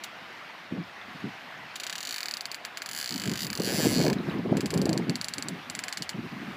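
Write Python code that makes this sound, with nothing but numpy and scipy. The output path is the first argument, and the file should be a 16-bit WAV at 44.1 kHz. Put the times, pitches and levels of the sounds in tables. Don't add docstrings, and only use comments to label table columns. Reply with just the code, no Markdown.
import sys
import numpy as np
from scipy import signal
from scipy.fft import rfft, irfft, next_fast_len
from scipy.io import wavfile
from scipy.ndimage import uniform_filter1d, map_coordinates

SR = 44100
rng = np.random.default_rng(int(sys.argv[2]) if len(sys.argv) > 2 else 0)


def materialize(psi):
    bounded = np.clip(np.atleast_2d(psi).T, -1, 1)
    quanta = np.round(bounded * 32767).astype(np.int16)
    wavfile.write(sys.argv[1], SR, quanta)


def how_loud(loudness_db):
    steps = np.asarray(loudness_db, float) / 20
    return 10 ** steps


N = 289296


def unit(x):
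    return x / np.sqrt(np.mean(x ** 2) + 1e-20)


def curves(rows):
    s, *cols = np.transpose(rows)
    return [np.interp(np.arange(N) / SR, s, c) for c in cols]


def wobble(rate):
    knots = rng.standard_normal(int(N * rate / SR) + 4)
    return map_coordinates(knots, [np.arange(N) * rate / SR])


def filtered(x, points):
    m = next_fast_len(N + 8192)
    hz, db = np.transpose(points)
    gain = how_loud(np.interp(np.log(np.fft.rfftfreq(m, 1 / SR) + 1), np.log(hz + 1), db))
    return irfft(rfft(x, m) * gain, m)[..., :N]


def coloured(x, points):
    return unit(filtered(x, points))


def placed(times, rows):
    at = np.round(np.asarray(times) * SR).astype(int)[:, None] + np.arange(rows.shape[1])
    return np.bincount(at.ravel(), rows.ravel(), N + SR)[:N]


def bubbles(s, hz, db):
    t = np.arange(SR // 100) / SR
    cycles = hz[:, None] * t
    tone = np.sin(2 * np.pi * cycles * (1 + 12 * t))
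    return placed(s, how_loud(db)[:, None] * tone * cycles * np.exp(-cycles / 2.83))


# pitch_hz [Hz], level_db [dB per Hz]
RIVER_COLOUR = [(50, -43), (100, -11.5), (160, -9), (280, -8.5), (400, -15), (720, -2), (900, -5),
                (2000, -3.5), (4600, -16.5), (7800, -31.5), (9500, -34), (13000, -33.5), (15300, -33)]
# time_s [s], level_db [dB]
RIVER_LEVEL = [(0, -51), (.4, -50), (.76, -52.5), (1.2, -49.5), (1.7, -50.5), (2.6, -51), (4.16, -50.5),
               (4.31, -47), (4.42, -51), (5.6, -49.5), (6.15, -51), (6.56, -49)]
# start_s [s], peak_db [dB], pitch_hz [Hz]
NEAR_DROPS = [(.839, -51, 4800), (1.015, -45, 3370), (1.207, -57, 6300), (1.578, -56, 6500),
              (1.713, -50, 4480), (4.186, -41, 3800), (4.299, -40.5, 3700), (4.312, -43, 2800),
              (4.34, -42, 1850), (4.386, -49, 5000), (5.022, -41.5, 1990), (6.133, -43, 2830),
              (6.316, -50, 4530)]
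SPRAY_DB, SPRAY_DB_PER_S, SPRAY_GROWS = -3, .5, 0.54


def river(patchy_db=1.5):
    level_db, = curves(RIVER_LEVEL)
    spray_db = SPRAY_DB + SPRAY_DB_PER_S * np.arange(N) / SR + SPRAY_GROWS * (level_db - level_db.mean())
    z = signal.stft(rng.standard_normal(N + 512), nperseg=512)[2]
    patches = uniform_filter1d(uniform_filter1d(rng.standard_normal(z.shape), 5, 0), 8, 1)
    patchy = signal.istft(z * how_loud(patchy_db * unit(patches)), nperseg=512)[1][:N]
    rush = coloured(patchy, RIVER_COLOUR)
    when, pitch, size = rng.random((1200, 3)).T
    plops = unit(bubbles(when * N / SR, 800 * 15 ** pitch, 14 * size - 32 * pitch ** 1.5))
    spray = signal.sosfilt(signal.butter(2, 5000, "high", fs=SR, output="sos"), rush)
    flow = how_loud(level_db + 6.0 + 0.088 * wobble(9.7))
    water = flow * (rush + how_loud(-12.5) * plops + (how_loud(spray_db) - 1) * spray)
    s, db, hz = np.transpose(NEAR_DROPS)
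    return water + bubbles(s - .0006, hz, db + 6.5)


def spun(times, force, count):
    rows = np.column_stack([times, force])
    before = 3 * (rows[0] - rows[1]) + rows[2]
    after = 3 * (rows[-1] - rows[-2]) + rows[-3]
    ends = np.vstack([before, rows, after])
    steps = 1 + np.arange((len(rows) - 1) * count + 1) / count
    return np.transpose([map_coordinates(c, [steps], mode="nearest") for c in ends.T])


# start_s [s],
# main_ring_db [dB], low_body_db [dB]
SLOW_TEETH = [(0.0373, -26.5, -50), (2.408, -20, -33), (2.4547, -20, -26.5), (2.5155, -21.5, -30),
              (2.5444, -22.5, -26), (2.6496, -22.5, -23.5), (2.7719, -22, -22), (2.8191, -24, -23),
              (2.8597, -24, -29), (3.4463, -24, -32), (3.4672, -26, -33), (3.5016, -23, -26),
              (3.5298, -22, -23.5), (3.5523, -23, -46), (3.5747, -21.5, -49), (3.598, -23, -51),
              (3.6187, -22, -35), (3.6341, -26, -49), (4.0129, -20, -23.5), (4.0243, -22, -34),
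              (4.0363, -22, -31), (4.0496, -22, -38), (4.0639, -21, -22), (4.0798, -22, -23),
              (4.0993, -22.5, -21), (4.1295, -23.5, -23),
              (4.5691, -27, -28), (4.6064, -23.5, -29), (4.658, -22.5, -31), (4.7044, -23, -27.5),
              (4.7392, -24.5, -29), (4.7756, -25, -51), (4.8159, -23.5, -48), (4.8553, -23, -33),
              (4.8924, -23, -25), (4.9298, -22.5, -31), (4.9762, -21.5, -27.5), (5.0958, -21.5, -24.5),
              (5.1555, -21, -31), (5.2127, -20, -29), (5.244, -21, -46), (5.2839, -21, -28),
              (5.3368, -20.5, -49), (5.3819, -21, -28), (5.424, -20.5, -30), (5.4846, -21.5, -43),
              (5.6987, -21, -31), (5.7502, -23.5, -27), (5.7903, -24, -23), (5.8375, -24, -25.5),
              (5.882, -25, -24.5), (5.9257, -23.5, -29), (5.972, -26, -28.5), (6.0218, -25, -40),
              (6.092, -25.5, -32)]
FIRST_RUN = [
    1.7566,
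    1.8661,
    1.9542,
    2.0288,
    2.0907,
    2.1424,
    2.2049,
    2.2839,
    2.3696,
]
SECOND_RUN = [
    2.8892,
    2.9627,
    3.0123,
    3.0753,
    3.1407,
    3.2175,
    3.2948,
    3.3744,
    3.4311,
]
THIRD_RUN = [
    3.6459,
    3.6958,
    3.7438,
    3.7847,
    3.8227,
    3.8622,
    3.9036,
    3.9482,
    4.0024,
]
# main_ring_db [dB], low_body_db [dB]
FIRST_FORCE = [(-27.5, -33), (-23, -28.5), (-26, -25.5), (-26, -43), (-24, -35), (-25, -27), (-22.5, -27),
               (-19.5, -28), (-18.5, -49)]
# main_ring_db [dB], low_body_db [dB]
SECOND_FORCE = [(-25, -29), (-24.5, -33), (-22.5, -26.5), (-20.5, -37), (-20.5, -57), (-24, -26.5),
                (-26.5, -26), (-25, -26.5), (-22, -35)]
# main_ring_db [dB], low_body_db [dB]
THIRD_FORCE = [(-21.5, -41), (-24.5, -23), (-23, -32), (-22, -32), (-22.5, -26), (-22.5, -23.5),
               (-25.5, -29), (-20.5, -31), (-22, -29)]
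UPPER_DB, UPPER_FOLLOWS, UPPER_DB_PER_OCT = -27, 0.17, 0.45
TOP_DB, TOP_FOLLOWS, TOP_DB_PER_OCT = -32.5, 0.058, 2.5
SLOWEST_PER_S = 25


def teeth():
    first = spun(FIRST_RUN, FIRST_FORCE, count=3)
    second = spun(SECOND_RUN, SECOND_FORCE, count=4)
    third = spun(THIRD_RUN, THIRD_FORCE, count=6)
    clicks = np.vstack([SLOW_TEETH, first, second, third])
    s, ring_db, low_db = clicks[np.argsort(clicks[:, 0])].T
    octaves = np.log2(np.maximum(1 / np.gradient(s), SLOWEST_PER_S) / 30)
    swing_db = ring_db + 25
    upper_db = UPPER_DB + UPPER_FOLLOWS * swing_db + UPPER_DB_PER_OCT * octaves
    top_db = TOP_DB + TOP_FOLLOWS * swing_db + TOP_DB_PER_OCT * octaves
    return np.column_stack([s, ring_db, low_db - ring_db, upper_db - ring_db, top_db - ring_db])


def turning(clicks, size):
    return unit(uniform_filter1d(uniform_filter1d(rng.standard_normal((clicks, size)), 7, 0), 5, 0))


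def scattered(s, db, colour, rise, t60, late_db, late_t60):
    t = np.arange(SR // 12) / SR
    shape = (1 - np.exp(-(t / rise) ** 2)) * (how_loud(-60 * t / t60) + how_loud(late_db - 60 * t / late_t60))
    steady = rng.standard_normal(len(t))
    shifting = unit(turning(len(s), size=6) @ rng.standard_normal((6, len(t))))
    loose = rng.standard_normal(shifting.shape)
    paths = .45 * steady + .85 * shifting + .25 * loose
    return filtered(placed(s, how_loud(db)[:, None] * shape * paths), colour)


# pitch_hz [Hz], level_db [dB], time_to_fade_60_db_s [s]
MAIN_RING = [(4254, -2.5, 0.0033), (4546, 7, 0.0035), (4990, -6, 0.0037)]
# pitch_hz [Hz], level_db [dB], time_to_fade_60_db_s [s]
LOW_BODY = [(1720, 0, 0.01), (2215, 5.5, 0.007), (2800, -114, 0.004), (3200, 1.5, 0.0047)]
# pitch_hz [Hz], level_db [dB], time_to_fade_60_db_s [s]
UPPER_RING = [(5640, 5, 0.0022), (7160, 0, 0.0044), (7620, -4.5, 0.0035)]
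# pitch_hz [Hz], level_db [dB], time_to_fade_60_db_s [s]
TOP_RING = [(9400, -9, 0.0073), (10880, -4.5, 0.0053), (14100, -13, 0.005), (14600, -6.5, 0.0029)]
# delay_s [s], level_db [dB]
CLICK_CONTACTS = [
    (0, -13),
    (.00067, 3.5),
    (.0024, -41),
    (.0047, -15),
    (.0078, -22),
]
# pitch_hz [Hz], level_db [dB per Hz]
RATTLE_COLOUR = [(760, -41), (1300, -41), (1600, -4), (2650, -6.5), (2760, -1.5), (3510, -5), (4640, -3),
                 (5620, -11), (7870, -6.5), (8800, -37), (11400, -52), (19400, -120)]
# pitch_hz [Hz], level_db [dB per Hz]
SIZZLE_COLOUR = [(5290, -56), (9000, -6), (10000, -8), (11200, -6.5), (12800, -23), (13500, -10.5),
                 (14700, -11.5), (15300, -5)]
# pitch_hz [Hz], level_db [dB]
REEL_SHADOW = [(500, -30), (1300, -0.5), (3600, 2), (3950, -1.5), (4250, 1.5), (8450, 0.5), (8750, -15.5),
               (9200, -5.5), (9700, -0.5), (12200, 1), (12700, 6), (13200, 3)]
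# pitch_hz [Hz], level_db [dB]
TILTED_COLOUR = [(6800, 0.5), (7800, 2.5), (8750, 6.5), (9800, 3.5), (11800, 1.5), (12700, 2), (13600, -2),
                 (15200, -2)]
TILT_S = 4.3
TOOTH_SCATTER_S, TOOTH_SCATTER_DB = .00008, 1.2
PITCH_DRIFT, CONTACT_DRIFT_DB = .015, 1.0


def reel():
    clicks = teeth()
    main_db, low_db, upper_db, top_db = clicks[:, 1:].T
    s = clicks[:, 0] + TOOTH_SCATTER_S * rng.standard_normal(len(clicks))
    s = np.round(s * SR) / SR
    t = np.arange(SR // 50) / SR
    ringing = np.zeros(N)
    speed = np.clip(0.0061 / np.gradient(s), 0, 1)[:, None]
    groups = [(MAIN_RING, 0 * s, -2.5, 0.063), (LOW_BODY, low_db, -5.5, 0),
              (UPPER_RING, upper_db, 1, 0), (TOP_RING, top_db, 1.5, 0)]
    for modes, rel_db, group_db, sharpens in groups:
        for hz, db, t60 in modes:
            chance = turning(len(s), size=2 + len(CLICK_CONTACTS))
            bend = 1 + PITCH_DRIFT * chance[:, :1] + sharpens * speed
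            fade = how_loud(-60 * t / t60) * (1 - np.exp(-t / 0.00041))
            ring = fade * np.sin(2 * np.pi * hz * t * bend)
            uneven_db = 1.5 * chance[:, 1] + TOOTH_SCATTER_DB * rng.standard_normal(len(s))
            size = how_loud(main_db + rel_db + group_db + db + uneven_db)
            for k, (delay, hit_db) in enumerate(CLICK_CONTACTS):
                hit = size * how_loud(hit_db + CONTACT_DRIFT_DB * chance[:, 2 + k])
                ringing += placed(s + delay, hit[:, None] * ring)
    body = scattered(s, main_db + upper_db + 9.0, RATTLE_COLOUR,
                     rise=.0036, t60=0.023, late_db=-15.5, late_t60=0.1)
    sizzle = scattered(s, main_db + top_db + 3.5, SIZZLE_COLOUR,
                       rise=0.0032, t60=0.051, late_db=-19.5, late_t60=0.14)
    sound = filtered(ringing + body + sizzle, REEL_SHADOW)
    return np.where(np.arange(N) < TILT_S * SR, sound, filtered(sound, TILTED_COLOUR))


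# start_s [s], hold_s [s], buffet_db [dB], sharp_part_db [dB against the buffet]
WIND_GUSTS = [(0.228, .005, -49, -15), (0.731, 0.023, -32.5, -7), (0.777, 0.034, -36.5, -20),
              (1.093, 0.078, -48, -18), (1.251, 0.013, -31.5, -22), (1.545, .12, -58, -19),
              (1.933, .005, -50, -22), (2.9, 0.092, -52.5, -14), (3.122, 0.047, -38, -24),
              (3.21, 0.045, -36, -9.5), (3.282, 0.042, -26.5, -10.5), (3.38, 0.034, -46, -19),
              (3.44, 0.07, -34.5, -16), (3.59, 0.31, -34.5, -0.5), (3.802, 0.14, -28, -4),
              (3.966, 0.15, -24.5, -4), (4.163, .25, -29.5, -12), (4.462, 0.12, -27.5, -6),
              (4.636, 0.019, -28, -10.5), (4.728, 0.267, -29, -4.5), (5.016, 0.09, -29, -12.5),
              (5.145, 0.025, -32, -18), (5.21, 0.12, -51.5, -21), (5.378, 0.032, -39, -13),
              (5.459, .12, -38, -14), (5.694, .005, -39.5, -25), (5.742, 0.12, -49, -27),
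              (5.997, 0.023, -41.5, -20), (6.156, 0.099, -33.5, -20), (6.328, 0.22, -39.5, -21)]
RISE_DB_PER_S, FALL_DB_PER_S = 596, 456
CALM_DB, CALM_SHARP_DB = -67, -61


def gusts():
    s, hold, db, sharp_db = np.transpose(WIND_GUSTS)[:, :, None]
    t = np.arange(0, N + 64, 64) / SR
    rise_db = RISE_DB_PER_S * np.maximum(s - t, 0)
    fall_db = FALL_DB_PER_S * np.maximum(t - s - hold, 0)
    gain = how_loud(db - rise_db - fall_db)
    dull = np.sqrt(how_loud(2 * CALM_DB) + np.sum(gain ** 2, axis=0))
    sharp = np.sqrt(how_loud(2 * CALM_SHARP_DB) + np.sum((gain * how_loud(sharp_db)) ** 2, axis=0))
    return [np.interp(np.arange(N) / SR, t, g) for g in (dull, sharp)]


# pitch_hz [Hz], level_db [dB per Hz]
DULL_COLOUR = [(20, -47), (60, -31), (110, -6), (180, 3), (280, -3), (420, -13), (700, -63), (1500, -120)]
# pitch_hz [Hz], level_db [dB per Hz]
SHARP_COLOUR = [(60, -58), (150, -18), (330, 1), (450, -1), (700, -8.5), (1100, -17.5), (1800, -55),
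                (4000, -120)]
# pitch_hz [Hz], level_db [dB per Hz]
HEAVE_COLOUR = [(15, -13), (40, -2), (80, 0), (130, -8), (250, -56)]
# start_s [s], peak_db [dB], pitch_hz [Hz]
EDDY_THUMPS = [(0.722, -10.5, 255), (0.733, -14.5, 200), (0.784, -17, 177), (1.24, -13.5, 195),
               (3.282, -15, 217), (3.599, -6, 285), (3.674, -9, 310), (3.743, -8.5, 186), (3.782, -9, 210),
               (3.852, -8, 211), (3.868, 0.5, 310), (3.959, -8, 248), (4.01, -14, 420), (4.013, -2, 284),
               (4.054, -33, 186), (4.08, -4, 312), (4.125, -9, 212), (4.282, -8.5, 230), (4.494, -16, 238),
               (4.518, 1, 230), (4.526, -3, 536), (4.595, -9, 297), (4.799, -23, 190), (4.838, -7.5, 276),
               (4.854, -4, 285), (4.875, -36, 194), (4.896, -3.5, 395), (4.968, -3.5, 239),
               (6.005, -15.5, 193), (6.187, -38, 178)]
HEAVE_DB, HEAVE_GROWS, HEAVE_SWING_DB = -51, 0.75, 4


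def wind():
    dull, sharp = gusts()
    lumps = wobble(60)
    low = unit(how_loud(3.15 * lumps) * coloured(rng.standard_normal(N), DULL_COLOUR))
    spikes = rng.standard_normal(N) * how_loud(2.5 * lumps + 3.5 * wobble(170))
    buffeting = dull * low + sharp * coloured(spikes, SHARP_COLOUR)
    smeared = uniform_filter1d(dull, SR // 6) / how_loud(-41.5)
    heave = smeared ** HEAVE_GROWS * how_loud(HEAVE_DB + HEAVE_SWING_DB * wobble(5.6))
    swings = heave * coloured(rng.standard_normal(N), HEAVE_COLOUR)
    s, db, hz = np.transpose(EDDY_THUMPS)
    u = np.arange(SR // 25) / SR * hz[:, None] - 1
    push = -np.cos(2 * np.pi * u) * np.exp(-(u / 0.59) ** 2)
    return buffeting + swings + placed(s, how_loud(db - 9.5)[:, None] * push)


def scene():
    return (river() + reel() + wind())[None]


def low_pass(x):
    return signal.sosfilt(signal.butter(12, 16640, fs=SR, output="sos"), x)


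# pitch_hz [Hz], level_db [dB]
MICROPHONE_RESPONSE = [(15, -16), (50, -22.5), (110, -2.5), (200, -0.5), (15200, 0), (15450, -44),
                       (16600, -47)]


def record(dry):
    heard = filtered(dry, MICROPHONE_RESPONSE)
    return low_pass(heard)


dry = scene()
out = record(dry)
materialize(out)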